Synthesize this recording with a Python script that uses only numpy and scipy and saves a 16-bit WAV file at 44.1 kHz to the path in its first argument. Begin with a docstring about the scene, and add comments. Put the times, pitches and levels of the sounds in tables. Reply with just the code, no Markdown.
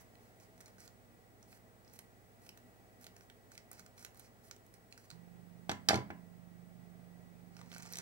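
"""Throughout, a camera close by hears a quiet room: fan noise and hiss as filtered noise, hum as steady sines.
For five seconds scissors snip slowly through a thin plastic bag on a wooden desk: film noise and resonant snaps.
At 5.1 s a low motor buzz, a sum of harmonics, starts in the right channel and goes on to the end.
From 5.7 s the scissors are laid down with a clatter, struck modes of scissors and desk.
From 7.5 s hands crinkle the bag, with denser film noise and snaps."""
import sys
import numpy as np
from scipy import signal
from scipy.fft import rfft, irfft, next_fast_len
from scipy.io import wavfile
from scipy.ndimage import uniform_filter1d

SR = 44100
rng = np.random.default_rng(int(sys.argv[2]) if len(sys.argv) > 2 else 0)


def attenuation_scalar(level_db):
    """Turn a level in dB into a linear amplitude multiplier (20 dB per decade)."""
    decades = np.asarray(level_db, float) / 20
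    return 10 ** decades


def inscribe(sig):
    """Save sig as 16-bit PCM at rate SR to the path in sys.argv[1].

    A 1-D sig is mono; a 2-D sig holds one channel per row.
    Samples are clipped to [-1, 1] before scaling.
    """
    pcm = np.round(np.clip(np.atleast_2d(sig).T, -1, 1) * 32767)
    wavfile.write(sys.argv[1], SR, pcm.astype(np.int16))


N = 353241
T = np.arange(N) / SR  # time in s
M = next_fast_len(N, True)  # transform length
F = np.fft.rfftfreq(M, 1 / SR)  # frequency in Hz


def on_log(hz, table, column=1):
    """Logarithmic frequency scale: read a table by linear interpolation along it."""
    table = np.array(table)
    return np.interp(np.log(np.maximum(hz, 1)), np.log(table[:, 0]), table[:, column])


def unit(x):
    """Root-mean-square normalization: scale to rms 1."""
    return x / np.sqrt(np.mean(x ** 2))


def peak(x):
    """Peak normalization: scale to peak 1."""
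    return x / np.abs(x).max()


def band(x, hz, width):
    """Simple resonance: a two-pole filter with gain 1 at its centre."""
    return signal.lfilter(*signal.iirpeak(min(hz, .44 * SR), hz / width, SR), x)


def walk(rate):
    """Low-pass random process: values drawn at a rate per second, smoothed twice, rms 1."""
    k = int(SR / rate)
    steps = np.repeat(rng.standard_normal(N // k + 1), k)
    smooth = uniform_filter1d(uniform_filter1d(steps, k), k)
    return unit(smooth[:N])


def add(track, s, sound):
    """Superposition: mix a short sound in at a time in seconds."""
    i = int(s * SR)
    track[..., i:i + sound.shape[-1]] += sound[..., :N - i]


def ring(modes, push):
    """Modal synthesis: a push convolved with decaying sines of varied strength; rms 1 over the first 10 ms."""
    hz, db, t60 = np.transpose(modes)[:, :, None]
    t = T[:int(SR * t60.max())]
    luck = attenuation_scalar(1.5 * rng.standard_normal((len(modes), 1)))
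    decay = np.exp(-np.log(1000) * t / t60)
    body = (luck * attenuation_scalar(db) * np.sin(2 * np.pi * hz * t) * decay).sum(axis=0)
    sound = signal.fftconvolve(body, push)
    return sound / np.sqrt(np.mean(sound[:SR // 100] ** 2))


# Spectral shape of fan noise and hiss. Each row: frequency in Hz, relative density in dB per Hz.
AIR_COLOUR = [(15, -51), (25, -23.5), (108, -7.5), (162, -13), (454, -5), (579, -10), (739, -7), (943, -15),
              (1490, -16.5), (1960, -16), (2120, -18), (2940, -26), (5790, -27.5), (14900, -30),
              (16200, -40)]
# Stereo image of that noise. Each row: frequency in Hz, left minus right in dB, likeness of the channels 0-1.
AIR_STEREO = [(60, -8, 0.6), (191, 5, 0), (260, 10.5, 0.8), (414, -0.5, 0.52), (1000, 1.5, 0.91),
              (2000, -3.5, 0.44), (3050, -2.5, 0), (6000, 3, 0.03), (14980, 5.5, .05)]
# Narrow bands in the fan noise. 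Each row: centre in Hz, width in Hz, rms level in dB before a slow wander.
FAN_RESONANCES = [(179.8, 14, -74), (236.7, 13, -73.5), (427, 79, -83.5), (642.7, 5.3, -79.5),
                  (1943, 11, -83.5), (9930, 24, -97)]


def air():
    """Partial coherence: coloured noise partly shared by the ports, with narrow fan bands and a slow wander."""
    level_db, left_lag_s = -65.5, 0.00026
    shared, left, right = (rfft(rng.standard_normal(M)) for _ in range(3))
    like = np.clip(on_log(F, AIR_STEREO, column=2), 0, 1)
    lag = np.exp(-2j * np.pi * F * left_lag_s)
    common = np.sqrt(like) * shared * np.array([lag, lag ** 0])
    separate = np.sqrt(1 - like) * np.array([left, right])
    tilt = on_log(F, AIR_STEREO) / 2
    colour = attenuation_scalar(on_log(F, AIR_COLOUR) + np.array([tilt, -tilt]))
    out = attenuation_scalar(level_db) * unit(irfft((common + separate) * colour, M)[:, :N])
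    for hz, width, db in FAN_RESONANCES:
        noise = rng.standard_normal((2, N))
        out += attenuation_scalar(db) * unit(band(noise + .5 * noise[::-1], hz, width))
    return out * attenuation_scalar(.5 * walk(1.62))


# Steady hum tones. Each row: frequency in Hz, left rms level in dB, right rms level in dB.
HUM_TONES = [(25, -86, -87), (50, -79, -86), (62.5, -84, -78), (100.01, -92, -67), (120.05, -85, -68),
             (8000, -91, -91), (15625, -79, -79)]


def hum():
    """Superposition of pure tones: steady sines at their own level in each channel."""
    out = np.zeros((2, N))
    for hz, left_db, right_db in HUM_TONES:
        level = attenuation_scalar(np.array([[left_db], [right_db]]))
        out += np.sqrt(2) * level * np.cos(2 * np.pi * hz * T)
    return out


# Blades slide through or along the film. Each row: start in seconds, length in seconds, level in dB,
# treble above 9 kHz in dB relative to that level.
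BLADE_SLIDES = [(.0, 0.018, -77, 10), (0.197, 0.087, -82, 1), (0.396, 0.057, -75.5, -2), (.6, .03, -78, -1),
                (.66, .04, -76, -2), (0.778, 0.081, -70, -3), (1.475, 0.098, -75.5, 2.5),
                (1.862, .06, -77, -12), (1.927, 0.037, -74, 4), (2.41, .07, -75.5, 2.5),
                (3.006, 0.038, -69.5, 1.5), (3.156, 0.088, -78.5, 2), (3.51, 0.038, -69.5, 0.5),
                (3.72, 0.083, -70, -9), (3.817, 0.043, -81, -1), (3.963, 0.094, -69, -1.5),
                (4.153, 0.049, -74, -1), (4.19, 0.081, -73, -5), (4.429, 0.055, -74.5, 3.5),
                (4.735, .025, -75, -2), (4.9, .04, -74, -8), (4.972, 0.084, -74.5, -2),
                (5.093, .04, -75, -18)]


def slides():
    """Friction envelope: power of film motion in middle, treble and body; each slide rises, holds and decays."""
    attack_s, release_s, body_db = 0.011, 0.011, -3  # body is below 3 kHz
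    power = np.zeros((3, N))
    t = T[:SR // 3]
    for s, length, db, treble_db in BLADE_SLIDES:
        shape = np.minimum(t / attack_s, 1) * np.exp(-np.maximum(t - length, 0) / release_s)
        level = attenuation_scalar(db + np.array([[0], [treble_db], [body_db]]))
        add(power, s, (level * shape) ** 2)
    return power


# Colour of the film's rustle. Each row: frequency in Hz, relative density in dB per Hz.
FILM_COLOUR = [(290, -4), (500, 3.5), (604, -6), (631, -0.5), (919, 7), (1110, 4), (2230, 0.5), (3590, -25),
               (4530, -13.5), (6060, -15), (16000, -29)]


def rustle():
    """Stick-slip noise: dense slips of uneven size, coloured by the film; more motion power is louder."""
    slips = rng.standard_normal(N) * attenuation_scalar(2.5 * rng.exponential(size=N) + 2.5 * walk(200))
    colour = rfft(slips, M) * attenuation_scalar(on_log(F, FILM_COLOUR))
    treble = 1 / (1 + (9000 / np.maximum(F, 1)) ** 8)
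    body = 1 / (1 + (F / 3000) ** 8)
    parts = [unit(irfft(colour * share, M)[:N]) for share in (1 - treble - body, treble, body)]
    motion = slides() + flutter() + crumple()
    return (np.sqrt(motion) * parts).sum(axis=0)


# Single snaps of blade and film. Each row: start in seconds, crack peak in dB, crack pitch in Hz,
# dull tick rms over 4 ms in dB, tick pitch in Hz; levels are those before panning and the room.
FILM_SNAPS = [(.1538, -66, 5900, -65, 1950), (.4, -56, 5590, -72, 1910), (0.579, -54, 5930, -72, 1100),
              (.6054, -48, 7420, -59, 1310), (.61, -41, 6000, -67, 1730), (.6592, -40.5, 6700, -81, 1710),
              (0.6807, -54, 4060, -58, 1010), (.7831, -54, 5840, -64, 1620), (0.804, -45, 8100, -65, 1670),
              (.8776, -42, 4330, -81, 2440), (1.428, -50, 6930, -70, 1130), (1.528, -69, 7160, -59, 1500),
              (1.8476, -55, 4730, -84, 1950), (1.8783, -53, 5210, -82, 1000),
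              (1.937, -45.5, 12400, -80, 1940), (1.9902, -36, 9000, -57.5, 1300),
              (2.4657, -53, 5240, -63, 1920), (2.4913, -40, 4730, -52.5, 2200),
              (2.5747, -47.5, 11000, -61.5, 1560), (3.012, -49, 12200, -74, 1100),
              (3.043, -39.5, 6400, -67, 2220), (3.0667, -38.5, 4440, -56.5, 2110),
              (3.165, -48, 6240, -60, 1700), (3.209, -51, 5800, -66, 1320),
              (3.2996, -68, 5670, -57.5, 2300), (3.5184, -46, 7500, -61.5, 1400),
              (3.5535, -50, 7460, -64, 1880), (3.5777, -37.5, 5700, -55, 2140),
              (3.715, -35, 10500, -57, 1530), (3.7308, -43, 11600, -66, 1720),
              (3.795, -39, 5200, -57, 1300), (3.863, -43.5, 6700, -63, 1360),
              (3.9792, -46, 5270, -61, 1080), (3.9936, -46, 8070, -69, 1630),
              (4.0264, -45, 7380, -67, 1320), (4.0485, -36, 5700, -55, 2000), (4.064, -49, 6020, -63, 1390),
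              (4.146, -52, 9370, -68, 1120), (4.156, -55, 5280, -70, 1950), (4.1734, -48, 11900, -69, 1600),
              (4.196, -39.5, 10600, -79, 1970), (4.488, -54, 11700, -71, 1930),
              (4.5118, -34, 4630, -52.5, 1350), (4.564, -50, 8350, -67, 1780),
              (4.665, -54, 9930, -75, 1240), (4.7402, -47, 9800, -68, 1900), (4.9252, -55, 6120, -53, 1910),
              (4.9771, -42, 6100, -58.5, 1460), (5.103, -41.5, 3830, -58, 2290),
              (5.1127, -44, 4550, -59, 1140), (7.567, -49.5, 5570, -60, 1250),
              (7.5916, -55, 5780, -58, 1010), (7.6139, -47, 4020, -50.5, 1000),
              (7.7167, -50, 5870, -53.5, 2240), (7.7292, -46, 5940, -56, 1750),
              (7.748, -41, 5000, -60, 2300), (7.7628, -50, 4980, -50, 1100),
              (7.7704, -52, 11800, -58, 2280), (7.782, -39, 6240, -65, 2030),
              (7.8231, -41, 6440, -67, 2540), (7.831, -38, 8280, -65, 2500),
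              (7.8544, -48, 5830, -53.5, 1040), (7.861, -42, 5880, -59, 1290),
              (7.9245, -35, 12900, -60, 1570), (7.9353, -31, 4700, -69, 2290),
              (7.956, -36, 6810, -51, 2600), (7.9713, -28.5, 4580, -61, 2570),
              (7.986, -29, 6560, -54, 1350), (8.0004, -44, 5360, -55, 1170)]


def snaps():
    """Excited resonance: a short decaying noise burst rings round its pitch, over a duller tick."""
    left_db, scatter_db = -1, 2.5  # mean and spread of left minus right: spots all over the bag
    out, t = np.zeros((2, N)), T[:SR // 40]
    for s, db, hz, tick_db, tick_hz in FILM_SNAPS:
        burst = rng.standard_normal((2, len(t)))
        crack = burst[0] * np.exp(-t / 0.00068)
        crack = band(crack, hz, 0.38 * hz) + 0.15 * band(crack, 7300, 18300) + 0.43 * band(crack, 6400, 600)
        tick = band(burst[1] * np.exp(-t / 0.0011), tick_hz, .5 * tick_hz)
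        sound = attenuation_scalar(db) * peak(crack) + attenuation_scalar(tick_db) * tick / tick[:SR // 250].std()
        pan_db = left_db + scatter_db * rng.standard_normal()
        add(out, s, sound * attenuation_scalar(np.array([[pan_db], [-pan_db]]) / 2))
    return out


def flutter():
    """Free decay: after each snap the film's motion power dies away exponentially."""
    level_db, decay_s, treble_db, body_db = -27, 0.011, -14, 2  # level relative to the crack's peak
    power = np.zeros((3, N))
    level = attenuation_scalar(level_db + np.array([[0], [treble_db], [body_db]]))
    tail = level * np.exp(-T[:SR // 10] / decay_s)
    for s, db, *_ in FILM_SNAPS:
        add(power, s, (attenuation_scalar(db) * tail) ** 2)
    return power


# Harmonics of the motor. Each row: multiple of the turning rate, level in dB before waver and engagement,
# largest waver in dB.
BUZZ_HARMONICS = [(1, -90, 0.5), (4, -68, 1.5), (5, -63, 0.5), (6, -74, 3), (7, -54, 0.6), (8, -70, 5),
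                  (9, -75, 5), (10, -71, 4)]


def motor_buzz():
    """Harmonic series: multiples of the turning rate, strongest just as the motor engages."""
    start_s, turning_hz = 5.118, 25
    since = np.maximum(T - start_s, 0)
    engage = (1 - np.exp(-since / 0.0097)) * (1 + 0.99 * np.exp(-since / 0.022))
    # it comes up to speed from slightly below
    turned = since - .035 - 0.0041 * (1 - np.exp(-since / 0.044))
    buzz = np.zeros(N)
    for k, db, waver_db in BUZZ_HARMONICS:
        level = attenuation_scalar(db + waver_db * np.clip(walk(1.9), -1, 1))
        buzz += np.sqrt(2) * level * np.cos(2 * np.pi * k * turning_hz * turned)
    shudder = attenuation_scalar(-67.5) * unit(band(rng.standard_normal(N), 190, 155.2))
    return engage * (buzz + shudder) * attenuation_scalar(np.array([[-35], [0]]))  # left 35 dB below right


def chatter(decay_s):
    """Repeated impact: loose parts chatter after a blow, as decaying noise led by one impulse."""
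    push = rng.standard_normal(SR // 25) * np.exp(-T[:SR // 25] / decay_s)
    push[0] = 1.3
    return push


# The scissors land and rock on the desk. Each row: start in seconds, blade tick peak in dB, then pivot clack,
# handle knock and desk thud in dB rms over their first 10 ms; levels are those before the high-pass.
SCISSOR_LANDINGS = [(5.6941, -25, -38.5, -34.5, -39.5), (5.7142, -32.5, -43.5, -54.5, -48),
                    (5.887, -10.5, -35, -31, -39.5), (5.8959, -27.5, -31, -38, -53.5),
                    (5.9072, -33, -35, -26, -44.5), (5.9157, -37.5, -47, -46, -44.5),
                    (5.9324, -35.5, -56, -28.5, -38.5), (5.9415, -28, -39.5, -35, -32),
                    (5.9563, -30.5, -47, -55, -42), (5.973, -44, -51, -43.5, -42),
                    (5.9874, -61, -64, -59.5, -41.5), (6.103, -74, -47.5, -45, -46.5)]
# Modes of the blades, pivot, handles and desk top. Each row: frequency in Hz, relative level in dB,
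# 60 dB decay time in seconds.
BLADE_MODES = [(3530, -4, 0.0055), (3980, 6, 0.0018), (4660, 6, 0.0066), (5540, 2, .004),
               (6100, -3.5, 0.0045), (7200, -8.5, .003), (7870, -20.5, 0.0031), (10800, -23, 0.0018)]
PIVOT_MODES = [(1258, -12.5, 0.013), (1360, 4.5, 0.019), (1680, 8, 0.015), (2050, 5.5, .01),
               (2190, 2, 0.011), (2704, -15.5, .01)]
HANDLE_MODES = [(644, 3, 0.057), (716, 1, 0.056), (818, 11, 0.023), (813, -3.5, 0.14), (900, -10, 0.033),
                (997, -2, 0.17)]
DESK_MODES = [(101, -5, .8), (126, -6, .2), (175, -9, .15), (209, 0, .25), (248, -3, .2), (279, -7, .2),
              (343, -2, .13), (393, -4, .11), (430, -3, .13), (490, -6, .1), (540, -5, .1)]


def landings():
    """Impact excitation: one blow makes blades and pivot chatter, handles knock and the desk top thud."""
    out = np.zeros(N)
    for s, tick_db, clack_db, knock_db, thud_db in SCISSOR_LANDINGS:
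        add(out, s, attenuation_scalar(tick_db) * peak(ring(BLADE_MODES, chatter(0.0032))))
        add(out, s, attenuation_scalar(clack_db) * ring(PIVOT_MODES, chatter(0.0062)))
        add(out, s, attenuation_scalar(knock_db) * ring(HANDLE_MODES, np.hanning(16)))
        add(out, s, attenuation_scalar(thud_db) * ring(DESK_MODES, np.hanning(40)))
    # too small to radiate deep bass
    return signal.sosfilt(signal.butter(4, 85, "high", fs=SR, output="sos"), out)


# Hands press and crumple the bag, unevenly harder. Each row: time in seconds, level in dB.
HAND_CRUMPLE = [(7.48, -95), (7.56, -73), (7.69, -77), (7.725, -62.5), (7.81, -68.5), (7.835, -64),
                (7.91, -66.5), (7.935, -60.5), (8.01, -62)]


def crumple():
    """Amplitude envelope: the hands' force sets the power of film motion in middle, treble and body."""
    treble_db, body_db = -11, -1  # relative to the middle
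    hands = attenuation_scalar(np.interp(T, *np.transpose(HAND_CRUMPLE))) * (T > HAND_CRUMPLE[0][0])
    return (hands * attenuation_scalar(np.array([[0], [treble_db], [body_db]]))) ** 2


# Reverberation time of the room. Each row: frequency in Hz, 60 dB decay time in seconds.
REVERBERATION = [(100, 0.47), (500, 0.23), (2000, 0.31), (4000, 0.17), (12000, 0.2)]
# Echoes off desk and nearby things. Each row: delay in seconds, left level in dB, right level in dB, polarity;
# levels are relative to the direct sound.
CLOSE_ECHOES = [(.0005, -9, -14, 1), (.0011, -14, -9, -1), (.0018, -10, -14, -1), (.0027, -14, -10, 1),
                (.0037, -12, -12, -1)]


def room():
    """Room impulse response: direct sound, close echoes, then a diffuse tail that lasts longest in the bass."""
    tail_db = -10.5  # energy relative to the direct sound
    t = T[:int(.7 * SR)]
    out = np.zeros((2, len(t)))
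    for hz in 90 * 2 ** np.arange(0, 7.5, .5):
        noise = rng.standard_normal(out.shape)
        shared = 1 / (1 + hz / 400)  # long waves reach both ports alike
        diffuse = band(noise + shared * noise[::-1], hz, 0.25 * hz) / np.sqrt(1 + shared ** 2)
        out += diffuse * np.exp(-np.log(1000) * t / on_log(hz, REVERBERATION))
    out *= 1 - np.exp(-t / 0.006)
    out *= attenuation_scalar(tail_db) / np.sqrt((out ** 2).sum(axis=1, keepdims=True))
    for s, left_db, right_db, polarity in CLOSE_ECHOES:
        out[:, int(s * SR)] += polarity * attenuation_scalar(np.array([left_db, right_db]))
    out[:, 0] += 1  # direct sound
    return out


# How the two microphone ports differ for near sounds. Each row: frequency in Hz, left minus right in dB,
# phase lag of the left in radians.
PORT_DIFFERENCES = [(60, -9, 1.6), (204, -3.5, 0.35), (500, 2, 1), (800, -3, 0.71), (1100, 6, 1.8),
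                    (1445, -4, 1.96), (3000, -1.5, 2.1), (4510, -7, 1.95), (5880, -4, 1.64),
                    (8500, -4, 1.75), (15000, -9.5, 2)]


def ports():
    """Interaural-style differences: a level tilt between the ports and a phase lag of the left one."""
    tilt = on_log(F, PORT_DIFFERENCES) / 2
    lag = on_log(F, PORT_DIFFERENCES, column=2)
    return attenuation_scalar(np.array([tilt, -tilt])) * np.exp(-1j * np.array([lag, 0 * lag]))


def scene():
    """Linear superposition: near sounds convolved with room and ports, plus the background."""
    near = rfft(rustle() + snaps() + landings(), M) * rfft(room(), M) * ports()
    return irfft(near, M)[:, :N] + air() + hum() + motor_buzz()


def low_pass(x):
    """Removes everything above the highest recorded frequency."""
    return signal.sosfilt(signal.butter(12, 16670, fs=SR, output="sos"), x)


def record(dry):
    """Low-pass filtering: the camera cuts the top above 16.3 kHz with a steep elliptic filter."""
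    top = signal.ellip(8, .2, 60, 16300, fs=SR, output="sos")
    mix = signal.sosfilt(top, dry)
    return low_pass(mix)


dry = scene()
out = record(dry)
inscribe(out)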